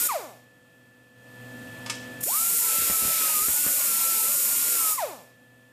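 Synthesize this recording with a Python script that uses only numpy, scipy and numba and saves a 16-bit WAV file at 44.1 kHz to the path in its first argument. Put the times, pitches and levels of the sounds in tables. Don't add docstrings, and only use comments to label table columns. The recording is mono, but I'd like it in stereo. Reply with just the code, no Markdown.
import sys
import numpy as np
from scipy import signal
from scipy.fft import rfft, irfft
from scipy.io import wavfile
from scipy.ndimage import uniform_filter1d, map_coordinates
from numba import njit

SR = 44100
rng = np.random.default_rng(int(sys.argv[2]) if len(sys.argv) > 2 else 0)


def transcribe(signal):
    frames = np.atleast_2d(signal).T
    limited = np.clip(frames, -1, 1)
    pcm = np.round(limited * 32767).astype(np.int16)
    wavfile.write(sys.argv[1], SR, pcm)


def convert_level_to_amplitude(level_db):
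    exponent = np.asarray(level_db, float) / 20
    return 10 ** exponent


N = 252252


def at_hz(table, hz):
    f, v = np.transpose(table)
    return np.interp(np.log(hz + 1), np.log(f), v)


def colour(x, table):
    gain = convert_level_to_amplitude(at_hz(table, np.fft.rfftfreq(len(x), 1 / SR)))
    y = irfft(rfft(x) * gain, len(x))
    return y / np.sqrt(np.mean(y ** 2))


def walk(rate):
    k = int(SR / rate)
    held = np.repeat(rng.standard_normal(N // k + 1), k)
    return 1.2 * uniform_filter1d(uniform_filter1d(held, k), k)[:N]


def flicker(table, depth_db, rate, peaks=()):
    hz = np.fft.rfftfreq(N, 1 / SR)
    spectrum = rfft(colour(rng.standard_normal(N), table))
    lift_db = sum(db * np.exp(-(2 * (hz - f) / w) ** 2) - db * w / 9000 for f, w, db in peaks)
    spectrum *= convert_level_to_amplitude(lift_db)
    band = np.floor(2 * np.log2(hz + 1))
    out = np.zeros(N)
    for k in range(8, 29):
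        wander_db = depth_db * (1 - 0.036 * k) * walk(rate)
        out += irfft(spectrum * (band == k), N) * convert_level_to_amplitude(wander_db)
    return out


# (frequency [Hz], usual rms level [dB])
HUM_TONES = [(120, -64), (199, -80.5), (249.3, -67), (498.6, -67), (548.5, -73.5), (647.5, -75.5),
             (727.3, -78.5), (847.6, -83.5), (1235, -83.5), (1394, -79), (1744.2, -60.5), (1975, -81.5),
             (2590, -81.5), (3230, -81)]
# (frequency [Hz], relative level per Hz [dB])
SHOP_FLOOR = [(18, -52), (30, -7), (65, -14), (115, -1.5), (198, -3.5), (250, 2.5), (388, -8.5),
              (503, -8.5), (557, -9.5), (1570, -16), (1740, -12), (2140, -20), (2600, -11), (2950, -18),
              (3300, -14), (3700, -20), (5870, -25), (8500, -25), (10500, -36), (14500, -67)]
SHOP_DB = -61


def shop():
    t = np.arange(N) / SR
    tones = np.zeros(N)
    for hz, db in HUM_TONES:
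        level = convert_level_to_amplitude(db + 25 / np.sqrt(hz) * walk(13))
        drift = 5 / np.sqrt(hz) * walk(5.97)
        tones += np.sqrt(2) * level * np.sin(2 * np.pi * hz * t + drift)
    return tones + convert_level_to_amplitude(SHOP_DB) * flicker(SHOP_FLOOR, 1.75, 11)


# (frequency [Hz], time to fall 60 dB [s])
WALL_DECAY = [(200, 0.29), (1000, 0.45), (4000, 0.62), (14000, 0.28)]
SWAY_S, SWAY_PER_S = .0004, 3.0


def room(x):
    t = np.arange(SR) / SR
    spectrum = rfft(rng.standard_normal(SR))
    octave = np.floor(np.log2(np.arange(len(spectrum)) + 1))
    tail = np.zeros(SR)
    for k in range(6, 15):
        t60 = at_hz(WALL_DECAY, 1.6 * 2 ** k)
        tail += irfft(spectrum * (octave == k), SR) * np.exp(-np.log(1000) * t / t60)
    tail *= np.minimum(t / 0.0028, 1)
    swayed = np.arange(N) + SWAY_S * SR * walk(SWAY_PER_S)
    x = map_coordinates(x, [swayed], mode="nearest")
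    return signal.fftconvolve(x, tail / np.sqrt(np.sum(tail ** 2)))[:N]


# (time [s], level [dB], brightness [dB per octave about 3 kHz])
KNOCKS_ON_BENCH = [(1.861, -44, -1.5), (1.897, -34.5, 0), (1.951, -60, 9)]
# (frequency [Hz], relative level [dB], time to fall 60 dB [s])
BENCH_MODES = [(927, -6.5, 0.12), (1206, -6, 0.13), (1807, -13, 0.13), (5030, -5, 0.052), (5070, -23, 0.13),
               (5600, -18, 0.13), (6000, -18, 0.085), (6019, -16, 0.046), (6900, -19, 0.11),
               (7913, -12, 0.13), (8250, -8, 0.13), (9130, -22, 0.1), (11240, -17, 0.13)]
# (frequency [Hz], relative level per Hz [dB])
CONTACT_RATTLE = [(290, -43), (500, -21), (898, -12), (2320, -3.5), (4530, -7.5), (4920, -4), (8240, -9.5),
                  (12000, -20), (14000, -28)]


def knocks():
    out, t = np.zeros(N), np.arange(int(SR / 2)) / SR
    for s, db, tilt_db in KNOCKS_ON_BENCH:
        tilted = [(hz, d + tilt_db * np.log2(hz / 3000)) for hz, d in CONTACT_RATTLE]
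        rattle = 0.58 * colour(rng.standard_normal(len(t)), tilted)
        hit = rattle * np.exp(-t / 0.013) * np.minimum(t / 0.00075, 1)
        for hz, d, t60 in BENCH_MODES:
            level = convert_level_to_amplitude(d - 12 + tilt_db * np.log2(hz / 3000))
            hit += level * np.exp(-np.log(1000) * t / t60) * np.sin(2 * np.pi * hz * t)
        out[int(s * SR):][:len(t)] += convert_level_to_amplitude(db) * hit
    return out


# (time [s], level of the push [dB])
DISC_BUMPS = [(2.783, -28), (2.82, -32), (2.899, -22.5), (3.02, -30), (3.049, -25), (3.079, -30),
              (3.418, -31), (3.484, -25.5), (3.537, -43), (3.664, -24.5)]
BUMP_HZ = 200


def bumps():
    out, t = np.zeros(N), np.arange(int(SR / 10)) / SR
    rasp_table = [(100, 6), (600, -4), (2000, -2.5), (5000, -20)]  # (frequency [Hz], level per Hz [dB])
    for s, db in DISC_BUMPS:
        push = np.exp(-t * BUMP_HZ * 2.34) * np.cos(2 * np.pi * BUMP_HZ * t)
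        sag = .3 * np.exp(-t / .012) * np.sin(2 * np.pi * 75.0 * t)
        rasp = 0.32 * colour(rng.standard_normal(len(t)), rasp_table) * np.exp(-t / 0.021)
        out[int(s * SR):][:len(t)] += convert_level_to_amplitude(db) * (push + sag + rasp)
    return out


# (frequency [Hz], relative level per Hz [dB])
RUMBLE_BED = [(70, -38), (140, -6), (250, -1.5), (400, -3.5), (550, 2), (750, -4.5), (1000, 0.5),
              (1500, -4.5), (2200, -29)]


def low_rumble():
    spectrum = rfft(colour(rng.standard_normal(N), RUMBLE_BED))
    band = np.floor(3 * np.log2(np.fft.rfftfreq(N, 1 / SR) + 1))
    out = np.zeros(N)
    for k in range(17, 35):
        patches = np.clip(0.72 + 0.69 * walk(21.988), .03, 2)
        out += irfft(spectrum * (band == k), N) * patches
    return out


# (time [s], vane rate [Hz], scratch level re exhaust before trims [dB])
HAND_LOAD = [(0, 1390, -15), (.062, 1470, -14), (.082, 1370, -17), (2.3, 1392, -15), (2.6, 1382, -16.5),
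             (2.71, 1312, -13.5), (2.83, 1355, -10.5), (2.96, 1308, -15), (3.1, 1318, -11),
             (3.2, 1306, -8.5), (3.3, 1259, -11), (3.41, 1222, -16), (3.5, 1430, -15), (3.6, 1464, -15),
             (3.76, 1452, -15), (3.93, 1350, -13.5), (4.12, 1341, -13.5), (4.25, 1310, -14.5),
             (4.35, 1418, -17), (4.5, 1400, -15), (4.63, 1413, -14.5), (4.73, 1398, -14), (4.87, 1278, -15),
             (4.945, 1240, -17), (4.97, 1160, -16)]


def load():
    s, hz, db = np.transpose(HAND_LOAD)
    t = np.arange(N) / SR
    return uniform_filter1d(np.interp(t, s, hz), size=1200), np.interp(t, s, db)


# (valve opens [s], starts closing [s], shut [s], vane rate when shut [Hz])
TRIGGER_PULLS = [(-1, .072, .081, 1335), (2.222, 4.92, 4.971, 1140)]
SPIN_LAG_S, SPIN_UP_S = .019, .086
WHINE_DB, WHINE_DB_PER_HZ, WHINE_TOP_DB, FREE_HZ = -50, .047, -40, 1460
WHINE_CLOSING_DB = 18


def driven():
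    t, rate, level = np.arange(N) / SR, np.zeros(N), np.full(N, -120.)
    loaded_hz = load()[0]
    for opens, closing, shut, _ in TRIGGER_PULLS:
        on = (t > opens + SPIN_LAG_S) & (t < shut)
        hz = loaded_hz * np.tanh((t - opens - SPIN_LAG_S) / SPIN_UP_S)
        db = np.minimum(WHINE_DB + WHINE_DB_PER_HZ * (FREE_HZ - hz), WHINE_TOP_DB)
        db += 20 * np.log10(np.clip(hz / 650, .01, 1))
        db -= WHINE_CLOSING_DB * np.clip((t - closing) / (shut - closing), 0, 1) ** 2
        rate, level = np.where(on, hz, rate), np.where(on, db, level)
    return rate, level


# (vane rate [Hz], level before muffler and orders [dB])
COAST_PUMPING = [(80, -63), (140, -48), (205, -43.5), (288, -37), (393, -35.5), (510, -35), (641, -28.5),
                 (773, -32), (930, -27), (1300, -27)]
PUMP_LAG_S, PUMP_RISE_S, BRAKE_LAG_S = .003, .003, .008
DRAG_PER_S, DRAG_POWER = 10.4, 3.6


def coasting():
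    t, rate, level = np.arange(N) / SR, np.zeros(N), np.full(N, -120.)
    for _, _, shut, shut_hz in TRIGGER_PULLS:
        drag = DRAG_PER_S * (shut_hz / 1000) ** (1 / DRAG_POWER) / DRAG_POWER
        after = np.maximum(t - shut, 0)
        braked_s = after - BRAKE_LAG_S * (1 - np.exp(-after / BRAKE_LAG_S))
        hz = shut_hz * (1 + drag * braked_s) ** -DRAG_POWER
        on = (t > shut) & (hz > COAST_PUMPING[0][0])
        rise_db = -30 * np.exp(-np.maximum(after - PUMP_LAG_S, 0) / PUMP_RISE_S)
        rate = np.where(on, hz, rate)
        level = np.where(on, at_hz(COAST_PUMPING, hz) + rise_db, level)
    return rate, level


def vanes(motion, orders, body, rough_db):
    hz, db = motion
    phase = 2 * np.pi * np.cumsum(hz * (1 + 0.0016 * walk(90))) / SR
    whine = np.zeros(N)
    for k, order_db in orders:
        level = convert_level_to_amplitude(order_db + at_hz(body, k * hz) + rough_db * walk(50))
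        whine += level * np.sin(round(k) * phase + k)
    return np.sqrt(2) * whine * convert_level_to_amplitude(uniform_filter1d(db, size=150)), phase


# (multiple of the vane rate, relative level [dB])
AIR_ORDERS = [(1, 3), (2, -25), (3, -21), (4, -11)]
# (multiple of the vane rate, relative level [dB])
RUNDOWN_ORDERS = [(1, 0), (2, -9), (3, -12), (4, -15), (5, -17), (6, -19), (7, -21), (8, -23)]
# (frequency [Hz], gain [dB])
MUFFLER_GAIN = [(100, -20), (300, -15.5), (500, -3.5), (650, 4), (850, 0), (1200, -1), (1700, -8.5),
                (2500, -3), (2800, -20), (8000, -40)]


def rotor():
    powered, phase = vanes(driven(), AIR_ORDERS, [(100, 0), (9000, 0)], 2.2)
    rundown, _ = vanes(coasting(), RUNDOWN_ORDERS, MUFFLER_GAIN, 1.34)
    return powered + rundown, phase


EXHAUST_DB = -21.7
REST_HISS_DB = -69.5
PUFF_LEAD_S, PUFF_DB, PUFF_S = .017, -47, .006
OPEN_S, FILL_DB, FILL_S = .023, 7, .06
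CLOSING_DB, BLEED_DB_PER_S = 10, 104
THIN_DB = 5
CHOKE = .16
USUAL_SCRATCH_DB, SPENT_SCRATCH_DB, SPENT_S = -15, -5, .03


def flow():
    t, scratch_db = np.arange(N) / SR, load()[1]
    exhaust, scratch = np.full(N, convert_level_to_amplitude(REST_HISS_DB)), np.full(N, -60.)
    for opens, closing, shut, _ in TRIGGER_PULLS:
        since, after = np.maximum(t - opens, 0), np.maximum(t - shut, 0)
        choke_db = CHOKE * (scratch_db - USUAL_SCRATCH_DB) * (t < closing)
        db = EXHAUST_DB - choke_db - FILL_DB * np.exp(-since / FILL_S)
        db -= CLOSING_DB * np.clip((t - closing) / (shut - closing), 0, 1) + BLEED_DB_PER_S * after
        lead = np.maximum(t - opens + PUFF_LEAD_S, 0)
        puff = convert_level_to_amplitude(PUFF_DB) * np.e * lead / PUFF_S * np.exp(-lead / PUFF_S)
        gain = convert_level_to_amplitude(db) * (1 - np.exp(-(since / OPEN_S) ** 2)) + puff
        spent = scratch_db + (SPENT_SCRATCH_DB - scratch_db) * np.minimum(after / SPENT_S, 1)
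        spent -= THIN_DB * np.exp(-since / FILL_S)
        scratch = np.where(gain > exhaust, spent, scratch)
        exhaust = np.maximum(gain, exhaust)
    return 20 * np.log10(exhaust), scratch


# (frequency [Hz], relative level per Hz [dB])
EXHAUST_JET = [(2600, -45), (4500, -17.5), (6400, -10.5), (6800, -3.5), (9000, -1.5), (14400, -3.5)]
# (centre [Hz], width [Hz], lift over the surroundings [dB])
HOUSING_PEAKS = [(5500, 300, 5.5), (7000, 170, 4), (8360, 560, 2), (9780, 400, 3), (10730, 300, 4.5),
                 (11500, 300, 5), (12000, 500, 2.5), (12700, 400, 5), (13650, 800, 6.5), (14400, 500, 6)]
# (frequency [Hz], relative level per Hz [dB])
GRIT_SCRATCH = [(700, -46), (1300, -2.5), (1700, -3.5), (2400, 3), (3200, -1), (4500, 0.5), (5500, 0.5),
                (6400, -2), (8000, -5)]


def air(phase):
    exhaust_db, scratch_db = flow()
    jet = flicker(EXHAUST_JET, 1.0, 12, HOUSING_PEAKS) * (1 + 0.23 * np.cos(phase))
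    grit = flicker(GRIT_SCRATCH, 3.3, 20) * (1 + 0.13 * np.cos(phase / 5))
    hiss = convert_level_to_amplitude(exhaust_db) * (jet + convert_level_to_amplitude(scratch_db + 0.5) * grit)
    rumble = convert_level_to_amplitude(exhaust_db + 0.64 * scratch_db - 13) * low_rumble()
    return hiss, rumble


def scene():
    whine, phase = rotor()
    hiss, rumble = air(phase)
    hiss = hiss + knocks()
    echoes = room(convert_level_to_amplitude(-7) * hiss + convert_level_to_amplitude(-12.5) * whine)
    mono = hiss + whine + rumble + echoes + bumps() + shop()
    return np.array([mono, mono])


@njit
def ride(want_db, attack, release, hold):
    gain, g, waited = np.empty(len(want_db)), 0., 0.
    for i in range(len(want_db)):
        waited += 1
        if want_db[i] <= g:
            g, waited = g + attack * (want_db[i] - g), 0.
        elif waited > hold:
            g += release * (want_db[i] - g)
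        gain[i] = g
    return gain


def top_cut(x):
    return signal.sosfilt(signal.butter(12, 14570, fs=SR, output="sos"), x)


def record(dry):
    dry = signal.sosfilt(signal.butter(2, 55, "high", fs=SR, output="sos"), dry)
    power = signal.lfilter([.002], [1, -.998], dry[0] ** 2, zi=[.003])[0]
    loud_db = 10 * np.log10(power + 1e-12)
    want_db = np.clip(3 * (-39 - loud_db), 0, 16.5)
    attack_s, release_s, hold_s = 0.0044, .26, .88
    gain_db = ride(want_db, 1 / (attack_s * SR), 1 / (release_s * SR), hold_s * SR)
    x = dry * convert_level_to_amplitude(gain_db)
    mix = signal.sosfilt(signal.ellip(10, .2, 80, 14550, fs=SR, output="sos"), x)
    return top_cut(mix)


dry = scene()
out = record(dry)
transcribe(out)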